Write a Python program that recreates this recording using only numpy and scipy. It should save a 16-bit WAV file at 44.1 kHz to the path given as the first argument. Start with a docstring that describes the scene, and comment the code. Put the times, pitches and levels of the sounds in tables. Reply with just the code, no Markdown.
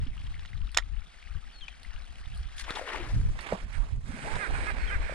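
"""Fishing from a canoe

Wind thumps on a small stereo microphone on an angler's head. Little waves fizz and bubble along
the hull. The reel latch snaps, clothes rub as the angler twists, and the crank is wound:
the spool whirrs and the gear teeth tick. A bird whistles two falling notes from the shore, twice."""
import sys
import numpy as np
from scipy import signal
from scipy.fft import rfft, irfft
from scipy.io import wavfile
from scipy.ndimage import uniform_filter1d

SR = 44100
rng = np.random.default_rng(int(sys.argv[2]) if len(sys.argv) > 2 else 0)


def wav_record(signal):
    """Record a signal, one row per channel, as 16-bit PCM in the file named by sys.argv[1]."""
    frames = np.transpose(np.atleast_2d(signal))
    bounded = np.clip(frames, -1, 1)
    # unit amplitude maps onto the largest positive 16-bit level
    quanta = np.round(bounded * 32767).astype(np.int16)
    wavfile.write(sys.argv[1], SR, quanta)


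N = 226798

# Gusts; pan is always left minus right: peak t/s, level/dB, rise/s, fall/s, pan/dB, small eddies/dB
GUSTS = [(0.0, -28.5, .1, 0.15, -2, 2), (.35, -37.5, 0.19, 0.11, -9.5, 1.5),
         (.62, -36.5, 0.25, 0.11, 16, 2), (.95, -34, 0.063, 0.042, 13.5, -1.5),
         (1.36, -34, 0.032, 0.029, 23, 1), (1.65, -47, 0.42, 0.21, 9, -23),
         (1.97, -39, 0.087, 0.046, 20, -3.5), (2.35, -30.5, 0.1, 0.14, 2.5, -2.5),
         (2.8, -47, 0.63, 0.1, 12, -19), (3.14, -25, 0.041, 0.11, 5, 3),
         (3.299, -24.5, 0.11, 0.034, -5.5, 1), (3.78, -38, 0.19, 0.2, -18, 1),
         (3.991, -29, 0.056, 0.055, -8.5, 6), (4.35, -35.5, 0.051, 0.049, -18, 2.5),
         (4.549, -26, 0.046, 0.091, -10.5, -3.5), (4.97, -29, 0.24, 0.2, 3, -5)]
# Tone of the wind: f/Hz, relative level/dB
WIND_COLOUR = [(15, -7), (36, 11), (53, 0), (113, -15), (231, -44.5), (261, -66), (420, -48), (550, -59),
               (920, -120)]
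# Higher rumble of the gusts: t/s, level/dB
RUMBLE = [(0, -62), (1.0, -67), (2.95, -67), (3.13, -48), (3.3, -54.5), (4.04, -60), (4.1, -45), (4.6, -54),
          (5.14, -52)]

# Loudness of the little waves: t/s, level/dB
LAPPING = [(0, -59.5), (.3, -60), (.73, -63), (1.3, -61.5), (1.94, -60), (2.55, -58.5), (3.6, -64),
           (4.05, -66.5), (5.14, -58)]
# Tone of the water: f/Hz, relative level/dB
WATER_COLOUR = [(180, -41), (300, -32), (331, -7.5), (622, -6.5), (711, 3.5), (1040, -7), (1150, -1.5),
                (1950, -2.5), (3270, -3.5), (3860, -6.5), (6560, -14), (9290, -13), (11500, -36.5),
                (15800, -44)]
# How alike the water sounds on both sides: f/Hz, likeness from 0 to 1
WATER_LIKENESS = [(300, 0.26), (1000, 0.25), (3000, 0.84), (8000, 0.66), (14000, 0.2)]
# How far the water's sound on the left runs ahead: f/Hz, phase/rad
WATER_LEFT_LEAD = [(0, 16), (860, -2.5), (2330, 1.2), (4740, 1.07), (7150, 3), (11500, 2), (16000, -7)]
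# Brief dips in the water and cloth sounds: t/s, gain/dB, half width/s
DIPS = [(.1, -5.5, 0.056), (3.67, -6.5, 0.064), (4.0, -11.5, 0.078)]
# Nearby bubbles and drips: t/s, level/dB, f/Hz
BUBBLES = [(0.0698, -38.5, 2860), (0.178, -39.5, 2630), (0.2163, -45, 2280), (0.2678, -39.5, 2870),
           (0.342, -41, 1920), (0.531, -40, 1780), (0.576, -44.5, 3300), (0.6156, -44.5, 2660),
           (0.671, -42, 3200), (0.6905, -41, 2500), (0.822, -42, 1890), (1.226, -41, 2070),
           (1.2732, -43.5, 1880), (1.609, -41, 3190), (1.8313, -42, 3700), (1.848, -38.5, 1760),
           (1.961, -39.5, 2510), (2.2576, -42, 3220), (2.43, -42, 4520)]
# Water in a closing hollow: t/s, f/Hz, level/dB
GURGLE = [(2.755, 950, -58), (2.789, 704, -52), (2.83, 540, -47), (2.97, 375, -49.5), (3.1, 290, -57)]
# Droplets hitting the hull: t/s, relative level/dB
SPRAY = [(0.7172, -45), (1.832, -46.5), (2.1824, -53), (2.3475, -49), (2.358, -50), (2.375, -44.5),
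         (2.5656, -46), (3.4084, -38)]
# Tone of the droplets: f/Hz, gain/dB
SPRAY_COLOUR = [(2500, -24), (4500, 16), (6500, -14), (9200, 11), (11500, -9.5), (14500, -21)]

# Short hollow knocks: against the hull, and the low thud of the reel latch:
# t/s, level/dB, f/Hz, pan/dB, time to fade 60 dB/s
KNOCKS = [(0.065, -40, 252, 0, 0.038), (.771, -29, 532, 1, .012), (1.6818, -34, 2470, 10.5, 0.011),
          (2.681, -39.5, 960, 26, 0.0056), (2.694, -40, 1270, 22, 0.023), (2.772, -35, 940, 24, 0.0071),
          (2.794, -36, 756, 26, 0.0065), (2.813, -35.5, 512, 3, 0.039), (2.876, -38, 1020, 19, 0.013),
          (2.945, -38, 890, 26, 0.019), (2.999, -35.5, 347, -4, 0.045), (2.7061, -28.5, 250, -2, 0.0047),
          (3.524, -16, 560, -4.5, 0.0087), (3.53, -30, 189, 0.5, 0.057), (5.095, -30.5, 580, -7, 0.011),
          (5.123, -32, 565, -5, 0.0095)]
# Snaps of reel parts: t/s, level/dB, brightness/(dB per octave), pan/dB, chatter length/s
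SNAPS = [(0.394, -39, -2, 4, 0.0012), (0.45, -40.5, -15, -8, 0.002), (0.457, -37, 6, -4, 0.0023),
         (0.7453, -26, 6, -4, 0.0025), (.769, -20, -16.5, -12.5, 0.0017), (0.7725, -5.5, 14, -3, 0.0019),
         (0.7842, -19, -11, -13, 0.0014), (0.787, -35.5, -14, -8, 0.012), (1.68, -36.5, -4, 6, 0.0069),
         (2.581, -32.5, 6, 5, 0.0027), (2.596, -37, 18, -4, 0.0036), (2.638, -36, 2, 5, 0.0092),
         (2.7062, -21, -7, 2, 0.00094), (2.751, -30.5, -2, 0, 0.0081), (3.39, -29.5, -12, -9, 0.0014),
         (4.354, -30, -3, 4, 0.0032)]
# Ringing tones of the reel body: f/Hz, relative level/dB, time to fade 60 dB/s
REEL_MODES = [(760, -20, 0.0083), (1460, 5, 0.0064), (1880, 9.5, 0.011), (2830, -7, 0.013),
              (3460, 23.5, 0.0026), (4600, 1, 0.0024), (5170, 9, 0.0042), (6450, 1, 0.0076),
              (6920, -5, 0.0055), (8350, -13.5, 0.011), (10500, -40, 0.0033)]
# Resonances of the gear housing: f/Hz, width/Hz, gain/dB
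HOUSING_MODES = [(1542, 520, -5.5), (2246, 660, -9), (3960, 2470, -27.5), (8600, 1250, -21)]
# Pushes on the crank, each speeding up and slowing down:
# t/s, length/s, fastest after/s, top tooth rate/Hz, bend of that rate/(Hz per s squared), level/dB
CRANK_PUSHES = [(3.72, .06, .028, 410, 32000, -50), (4.385, .1, .022, 420, 29000, -37.5),
                (4.655, .07, .029, 426, 55000, -37), (4.89, .085, .04, 410, 80000, -38)]

# Rubs of cloth and gear: peak t/s, rise/s, fall/s, dull level/dB, middle over dull/dB, bright over dull/dB
RUBS = [(2.598, 0.014, 0.017, -73, 38, 35.5), (2.701, 0.032, 0.035, -48, 11.5, -4.5),
        (2.773, 0.048, 0.073, -44.5, 5, -3.5), (2.886, 0.02, 0.013, -45, 12, -5),
        (2.934, 0.046, 0.12, -42, 7, -9.5), (3.12, 0.14, 0.32, -60, -6, 3.5),
        (3.4, 0.031, 0.21, -57.5, 13.5, -4), (3.514, 0.1, 0.036, -43.5, 1, -11.5),
        (3.535, 0.023, 0.024, -36, -14.5, -17.5), (3.63, 0.075, 0.04, -54.5, -6, -4),
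        (3.738, 0.051, 0.069, -65.5, 11.5, 5), (3.845, 0.13, 0.055, -54.5, -8, -16),
        (4.101, 0.23, 0.58, -63, -8, 5.5), (4.3, 0.095, 0.46, -43, 0.5, -12),
        (4.45, 0.24, 0.36, -47, -7, -26), (4.7, 0.37, 0.051, -56, 14, -13.5),
        (5.1, 0.42, 0.19, -49.5, -6, -16)]
# Tone of the cloth: f/Hz, relative level/dB
CLOTH_COLOUR = [(120, -17), (200, -21), (316, 1), (588, 4), (788, 0.5), (912, 0.5), (1490, -11),
                (2320, -16), (6570, -34), (9820, -34), (11500, -58), (15000, -57), (15800, -70)]
# Side of the rustle as the head swings: t/s, strongest pan/dB
RUSTLE_PAN = [(2.5, -1), (2.7, 3), (3.15, 5.5), (3.35, -11.5), (3.75, -22), (4.3, -6.5), (5.14, -17)]
# A tightening line or strap: t/s, f/Hz, relative level/dB
SQUEAK = [(4.24, 600, -58), (4.255, 640, -50), (4.27, 820, -54), (4.335, 900, -50), (4.35, 920, -60)]

# The bird's two notes, a list of points for each: t/s into the call, f/Hz, level/dB
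BIRD_NOTES = [
    [(0, 4800, -65), (.027, 4375, -59.5), (.07, 4265, -56), (.087, 4000, -66)],
    [(.092, 3350, -48), (.112, 3120, -44.5), (.137, 2950, -56)],
]
# When the bird calls: t/s, gain/dB
BIRD_CALLS = [(1.52, -0.5), (4.779, -2)]
# Peeps of a farther bird: t/s, length/s, f/Hz, level/dB
FAR_PEEPS = [(4.635, .03, 3900, -62), (4.713, 0.015, 3930, -59)]


def wind():
    """Eddies, small swirls of air, push on each side of the microphone; gusts add a higher rumble."""
    eddies = rng.standard_normal((2, N)) * evened(amp(lumps((2, N), (1, 800), depth_db=5)))
    hz, t, spectrum = to_spectrum(eddies, 2048)
    colour_db = read(WIND_COLOUR, hz)
    low_db = colour_db - band_db(colour_db, hz, 20, 120) + 3
    patches_db = lumps(spectrum.shape, (1, 2, 6), depth_db=3) - 2  # each eddy has its own pitch
    sides_db, small_db = gusts_db(t)
    shed_db = 0.52 * (sides_db.mean(0) + 41.5) + small_db  # strong gusts shed smaller eddies
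    lift_db = np.outer(read([(45, 0), (100, 0.99)], hz), shed_db)
    buffets = to_sound(spectrum * amp(low_db[:, None] + patches_db + lift_db), 2048)
    rumble_band = np.exp(-(np.log((hz + 1) / 170) / 0.58) ** 2)  # a hump around 170 Hz
    blended = amp(-3) * (spectrum + 0.44 * spectrum[::-1])  # much alike on both sides
    rumble = evened(to_sound(blended * rumble_band[:, None], 2048))
    s = np.arange(N) / SR
    return buffets * amp([np.interp(s, t, db) for db in sides_db]) + rumble * amp(along(RUMBLE, s)[0])


def gusts_db(t):
    """Gusts swell over a steady breeze: the level on each side, and the gain of the small eddies."""
    breeze = (0, -48.5, np.inf, np.inf, 8.5, -36)  # a gust that never fades
    s, db, rise, fall, pan_db, small_db = np.array(GUSTS + [breeze]).T
    each_db = db[:, None] + swells(np.transpose([s, rise, fall]), t)
    sides_db = np.array([summed_db(each_db + side * pan_db[:, None]) for side in (.5, -.5)])
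    return sides_db, summed_db(each_db + small_db[:, None]) - summed_db(each_db)


def snaps():
    """Parts chatter for a moment and make the reel body ring."""
    out, t = np.zeros((2, N)), np.arange(2500) / SR
    band = signal.butter(2, [700, 8300], "band", fs=SR)  # small parts give no bass; the hand dulls them
    for s, peak_db, tilt_db, pan_db, length in SNAPS:
        age = t / length
        chatter = rng.standard_normal(len(t)) * (age * np.exp(-age ** 2) + amp(-17.5) * np.exp(-t / .0085))
        grip = rng.uniform(.97, 1.03)  # the hand shifts the pitch a little
        ring = sum(amp(db + tilt_db * np.log2(hz / 3000) - 60 * t / fade_s)
                   * np.sin(2 * np.pi * hz * grip * t) for hz, db, fade_s in REEL_MODES)
        snap = signal.lfilter(*band, signal.oaconvolve(chatter, ring)[:len(t)])
        add(out, s, amp(peak_db) * placed(snap / abs(snap).max(), pan_db, lag=-1.2))
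    return out


def reel():
    """The reel is wound on the right, so the left side hears it softer and later."""
    return placed(spool_whirr() + gear_teeth(), pan_db=-16.5, lag=17.6)


def spool_whirr(start_s=4.055, spin_up_s=0.087, line_eases_s=4.74):
    """Spool and line hiss in the housing, sagging just after each push on the crank."""
    t = np.arange(N) / SR
    treble_db = -9.5 * (1 + np.tanh((t - line_eases_s) / .03)) / 2  # duller as the line slackens
    friction = rng.standard_normal(N) * amp(lumps((N,), (60,), depth_db=1.5))
    hiss = evened(housing(friction, treble_db))
    sag_db = dips_db([(s + length + .018, -10, .04) for s, length, *_ in CRANK_PUSHES], t)
    level_db = -46 - 19.5 * np.exp(-abs(t - start_s) / spin_up_s) + sag_db
    return hiss * amp(level_db) * (t > start_s)


def gear_teeth():
    """Teeth tick evenly when pushed hard and rattle loosely when pushed lightly."""
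    out = np.zeros((1, N))
    for s, length, fastest_s, top_hz, bend, top_db in CRANK_PUSHES:
        t = np.arange(0, length, 1 / SR)
        hz = top_hz - bend * (t - fastest_s) ** 2
        level_db = top_db - 9.5 * (2 * t / length - 1) ** 2
        loose = np.clip((-35.5 - level_db) / 20, 0, 1)
        wobble = amp(lumps(t.shape, (100,), depth_db=.05))
        phase = 2 * np.pi * np.cumsum(uniform_filter1d(hz, 300) * wobble) / SR
        ticks = sum(np.cos(k * phase) / k for k in range(1, 7))
        scrape = rng.standard_normal(len(t)) * (1 + np.cos(phase))
        teeth = (1 - loose) * evened(housing(ticks)) + loose * evened(housing(scrape))
        add(out, s, teeth[None] * amp(level_db) * signal.windows.tukey(len(t), .2))
    return out[0]


def housing(x, treble_db=0):
    """The reel's hollow case rings at a few pitches; treble_db turns the highest up or down."""
    rings = [(-1) ** k * amp(db) * resonate(x, hz, width) for k, (hz, width, db) in enumerate(HOUSING_MODES)]
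    return sum(rings[:-1]) + amp(treble_db) * rings[-1]


def rustle(head_turn_s=3.3):
    """Rubbing cloth makes grainy noise whose dull, middle and bright parts swell separately."""
    grain = amp(lumps((N,), (250,), depth_db=2))
    near, other = rng.standard_normal((2, N)) * evened(grain)
    turned = np.arange(N) / SR > head_turn_s
    left = np.where(turned, np.roll(near, 12), np.roll(near, -3))  # early at first, late after the turn
    hz, t, spectrum = to_spectrum(np.array([left, 0.62 * (near + other)]), 256)
    dull_db, middle_db, bright_db = rubs_db(t)
    colour_db = read(CLOTH_COLOUR, hz)
    # level/dB, lowest f/Hz, highest f/Hz, points of (f/Hz, share)
    parts = [(dull_db, 300, 1100, [(800, 1), (1800, 0)]),
             (middle_db, 1100, 4000, [(800, 0), (1800, 1), (2800, 1), (6000, 0)]),
             (bright_db, 4000, 12000, [(2800, 0), (6000, 1)])]
    level_db = sum(np.outer(read(share, hz), db - band_db(colour_db, hz, lo, hi))
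                   for db, lo, hi, share in parts)
    level_db += colour_db[:, None] + lumps(spectrum[0].shape, (3, 8), depth_db=2.5)
    shadow = read([(350, 0), (900, 0.9), (2500, 0.98), (5000, 0.56)], hz)  # the head blocks no bass
    pan_db = np.outer(shadow, along(RUSTLE_PAN, t)[0])
    return to_sound(spectrum * amp(level_db) * amp([pan_db / 2, -pan_db / 2]), 256)


def rubs_db(t):
    """Levels of the dull, middle and bright parts of all rubs together."""
    rows = np.array(RUBS)
    each_db = rows[:, 3:4] + swells(rows[:, :3], t)
    return [summed_db(each_db + over_db) + dips_db(DIPS, t) for over_db in (0, rows[:, 4:5], rows[:, 5:6])]


def knocks():
    """Knocks on the hull and the thud of the reel latch: a few swings that quickly stop."""
    out, t = np.zeros((2, N)), np.arange(3000) / SR
    for s, peak_db, hz, pan_db, fade_s in KNOCKS:
        ring = np.sin(2 * np.pi * hz * t) * amp(-60 * (t / fade_s) ** 2) * (1 - np.exp(-t / 0.00058))
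        add(out, s, amp(peak_db) * placed(ring / abs(ring).max(), pan_db))
    return out


def lapping():
    """Little waves make a fine fizz and a swarm of tiny bubbles."""
    swarm = np.zeros(N)
    per_second = 28 * amp(lumps((N,), (1500,), depth_db=5))  # bubbles come in clumps, one for each wave
    for hz in np.geomspace(900, 5200, 16):
        sizes = amp(3.2 * np.minimum(rng.exponential(1, N), 4))
        births = rng.random(N) < per_second / SR
        swarm += signal.oaconvolve(sizes * births, blip(hz, cycles=4.95, rise=0.057))[:N] * np.sqrt(hz)
    water = rng.standard_normal((2, N)) * amp(lumps((N,), (200,), depth_db=2.5))  # the fizz
    water[0] += amp(-5.5) * evened(swarm)
    hz, t, (main, other) = to_spectrum(water, 512)
    alike = read(WATER_LIKENESS, hz)[:, None]
    left = main * np.exp(1j * read(WATER_LEFT_LEAD, hz))[:, None]
    right = alike * main + np.sqrt(1 - alike ** 2) * other
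    colour_db = read(WATER_COLOUR, hz)
    colour_db -= band_db(colour_db, hz, 1000, 5000)
    level_db = along(LAPPING, t)[0] + dips_db(DIPS, t) + lumps(main.shape, (8, 12), depth_db=1)
    return to_sound(np.array([left, right]) * amp(colour_db[:, None] + level_db), 512)


def bubbles():
    """Bubbles close enough to stand out, each with a soft pop."""
    out, t = np.zeros((2, N)), np.arange(400) / SR
    for s, level_db, hz in BUBBLES:
        puff = rng.standard_normal(len(t)) * t * np.exp(-t / 0.0023)
        pop = amp(-17.5) * evened(resonate(puff, hz=2500, width_hz=1800))
        add(out, s, amp(level_db) * placed(blip(hz, cycles=5.6, rise=0.077), pan_db=7.5))
        add(out, s, amp(level_db) * placed(pop, pan_db=-1))
    return signal.sosfilt(signal.butter(4, 7000, fs=SR, output="sos"), out)  # the canoe's rim blocks treble


def blip(hz, cycles, rise):
    """One bubble: a fading tone whose pitch climbs as it nears the surface."""
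    turns = np.arange(round(7 * cycles * SR / hz)) * hz / SR
    swell = 1 - np.exp(-turns ** 2)
    climb = 1 + rise * np.minimum(turns / cycles, 2)
    return np.sin(2 * np.pi * turns * climb) * np.exp(-turns / cycles) * swell


def gurgle():
    """Water churns in a closing hollow, and the pitch slides down."""
    out, t = np.zeros((2, N)), np.arange(GURGLE[0][0], GURGLE[-1][0], 1 / SR)
    hz, level_db = along(GURGLE, t)
    churn = rng.standard_normal(len(t)) * amp(lumps(t.shape, (200,), depth_db=2))
    hollow = evened(resonate(churn, hz, width_hz=135))
    add(out, t[0], placed(hollow * amp(level_db) * signal.windows.tukey(len(t), .1), pan_db=0.5))
    return out


def spray(tick_s=0.0006, tail_s=0.023):
    """Each droplet hits the hull with a tick and a short hiss."""
    out, t = np.zeros((2, N)), np.arange(2048) / SR
    shape = t / tick_s * np.exp(-t / tick_s) + amp(-17) * np.exp(-t / tail_s)
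    for s, level_db in SPRAY:
        burst = rng.standard_normal((2, len(t))) * shape
        add(out, s, amp(level_db) * (burst + 0.24 * burst[::-1]))
    return irfft(rfft(out) * amp(read(SPRAY_COLOUR, np.fft.rfftfreq(N, 1 / SR))), N)


def squeak():
    """A line or strap catches and slips as it tightens: one short rising squeak."""
    out = np.zeros((2, N))
    s, sound = whistle(SQUEAK, octave_db=-28, pan_db=-24)
    add(out, s, sound * amp(lumps(sound[0].shape, (120,), depth_db=4) - 2))
    return out


def birds(echo_s=0.074, echo_db=-8):
    """One bird sings the same song twice, a farther one peeps, and the trees echo both."""
    out = np.zeros((2, N))
    for start, db in BIRD_CALLS:
        for note in BIRD_NOTES:
            s, sound = whistle(note, octave_db=-26, pan_db=5)
            add(out, start + s, amp(db) * sound)
    for s, length, hz, db in FAR_PEEPS:
        add(out, *whistle([(s, hz, db), (s + length, hz, db)], octave_db=-36, pan_db=-10))
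    trees = rng.standard_normal((2, 6000)) * np.exp(-np.arange(6000) / SR / echo_s)
    echo = signal.oaconvolve(out, trees / np.linalg.norm(trees[0]), axes=1)[:, :N]
    return out + amp(echo_db) * echo


def whistle(rows, octave_db, pan_db):
    """A gliding tone with a faint octave above it; returns its start time and its sound."""
    t = np.arange(rows[0][0], rows[-1][0], 1 / SR)
    hz, level_db = along(rows, t)
    phase = 2 * np.pi * np.cumsum(hz) / SR
    note = np.sqrt(2) * (np.sin(phase) + amp(octave_db) * np.sin(2 * phase)) * amp(level_db)
    return t[0], placed(note * signal.windows.tukey(len(t), .2), pan_db)


def amp(db):
    """Turns decibels into a gain."""
    return 10 ** (np.asarray(db) / 20)


def evened(x):
    """Scales a signal to an average power of 1."""
    return x / np.sqrt(np.mean(abs(x) ** 2) + 1e-20)


def read(points, hz):
    """Looks up a table at the frequencies hz."""
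    f, value = np.transpose(points)
    return np.interp(np.log(hz + 1), np.log(f + 1), value)


def along(rows, t):
    """Looks up each column of a table at the times t."""
    s, *columns = np.transpose(rows)
    return [np.interp(t, s, c) for c in columns]


def placed(x, pan_db, lag=0):
    """Makes a sound stereo; the left side hears it lag samples late."""
    return np.array([np.roll(x, lag) * amp(pan_db / 2), x * amp(-pan_db / 2)])


def add(mix, s, sound):
    """Mixes a sound in at s seconds."""
    part = mix[:, round(s * SR):][:, :sound.shape[1]]
    part += sound[:, :part.shape[1]]


def to_spectrum(x, size):
    """Splits a sound into slices of size samples: frequencies, times and spectrum."""
    return signal.stft(x, SR, nperseg=size, noverlap=size * 3 // 4)


def to_sound(spectrum, size):
    """Joins the slices back into a sound."""
    return signal.istft(spectrum, SR, nperseg=size, noverlap=size * 3 // 4)[1][:, :N]


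def band_db(colour_db, hz, lo, hi):
    """Level that white noise of power 1 keeps between lo and hi Hz once coloured."""
    return 10 * np.log10(np.sum(amp(colour_db[(hz >= lo) & (hz < hi)]) ** 2) / len(hz))


def lumps(shape, size, depth_db):
    """Smooth random ups and downs in dB, about size steps wide."""
    x = rng.standard_normal(shape)
    for axis, n in enumerate(size):
        x = uniform_filter1d(uniform_filter1d(x, n, axis), n, axis)
    return depth_db * 2 * np.tanh(evened(x) / 2)  # tanh tames the extremes


def resonate(x, hz, width_hz):
    """Keeps the sound near a steady or gliding pitch, filtering twice for steep sides."""
    spin = np.exp(2j * np.pi * np.cumsum(hz * np.ones(len(x))) / SR)
    decay = np.exp(-np.pi * width_hz / SR)
    for _ in range(2):
        x = 2 * (spin * signal.lfilter([1 - decay], [1, -decay], x / spin)).real
    return x


def swells(rows, t):
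    """For rows of (peak t/s, rise/s, fall/s): 0 dB at the peak, -9 dB one rise or fall away."""
    top, rise, fall = np.transpose(rows)[:, :, None]
    return -9 * np.where(t < top, (top - t) / rise, (t - top) / fall)


def summed_db(db):
    """Level of all rows sounding together."""
    return 10 * np.log10(np.sum(amp(db) ** 2, 0) + 1e-20)


def dips_db(rows, t):
    """V-shaped drops in level, from rows of (t/s, gain/dB, half width/s)."""
    return sum(db * np.clip(1 - abs(t - s) / half, 0, 1) for s, db, half in rows)


def scene():
    """Everything that reaches the microphone."""
    return (wind() + lapping() + bubbles() + spray() + rustle() + snaps() + knocks() + gurgle()
            + reel() + squeak() + birds())


def record(dry):
    """Cuts the treble above 15800 Hz."""
    return signal.oaconvolve(dry, signal.firwin(511, 15800, window=("kaiser", 9), fs=SR)[None], "same")


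dry = scene()
out = record(dry)
wav_record(out)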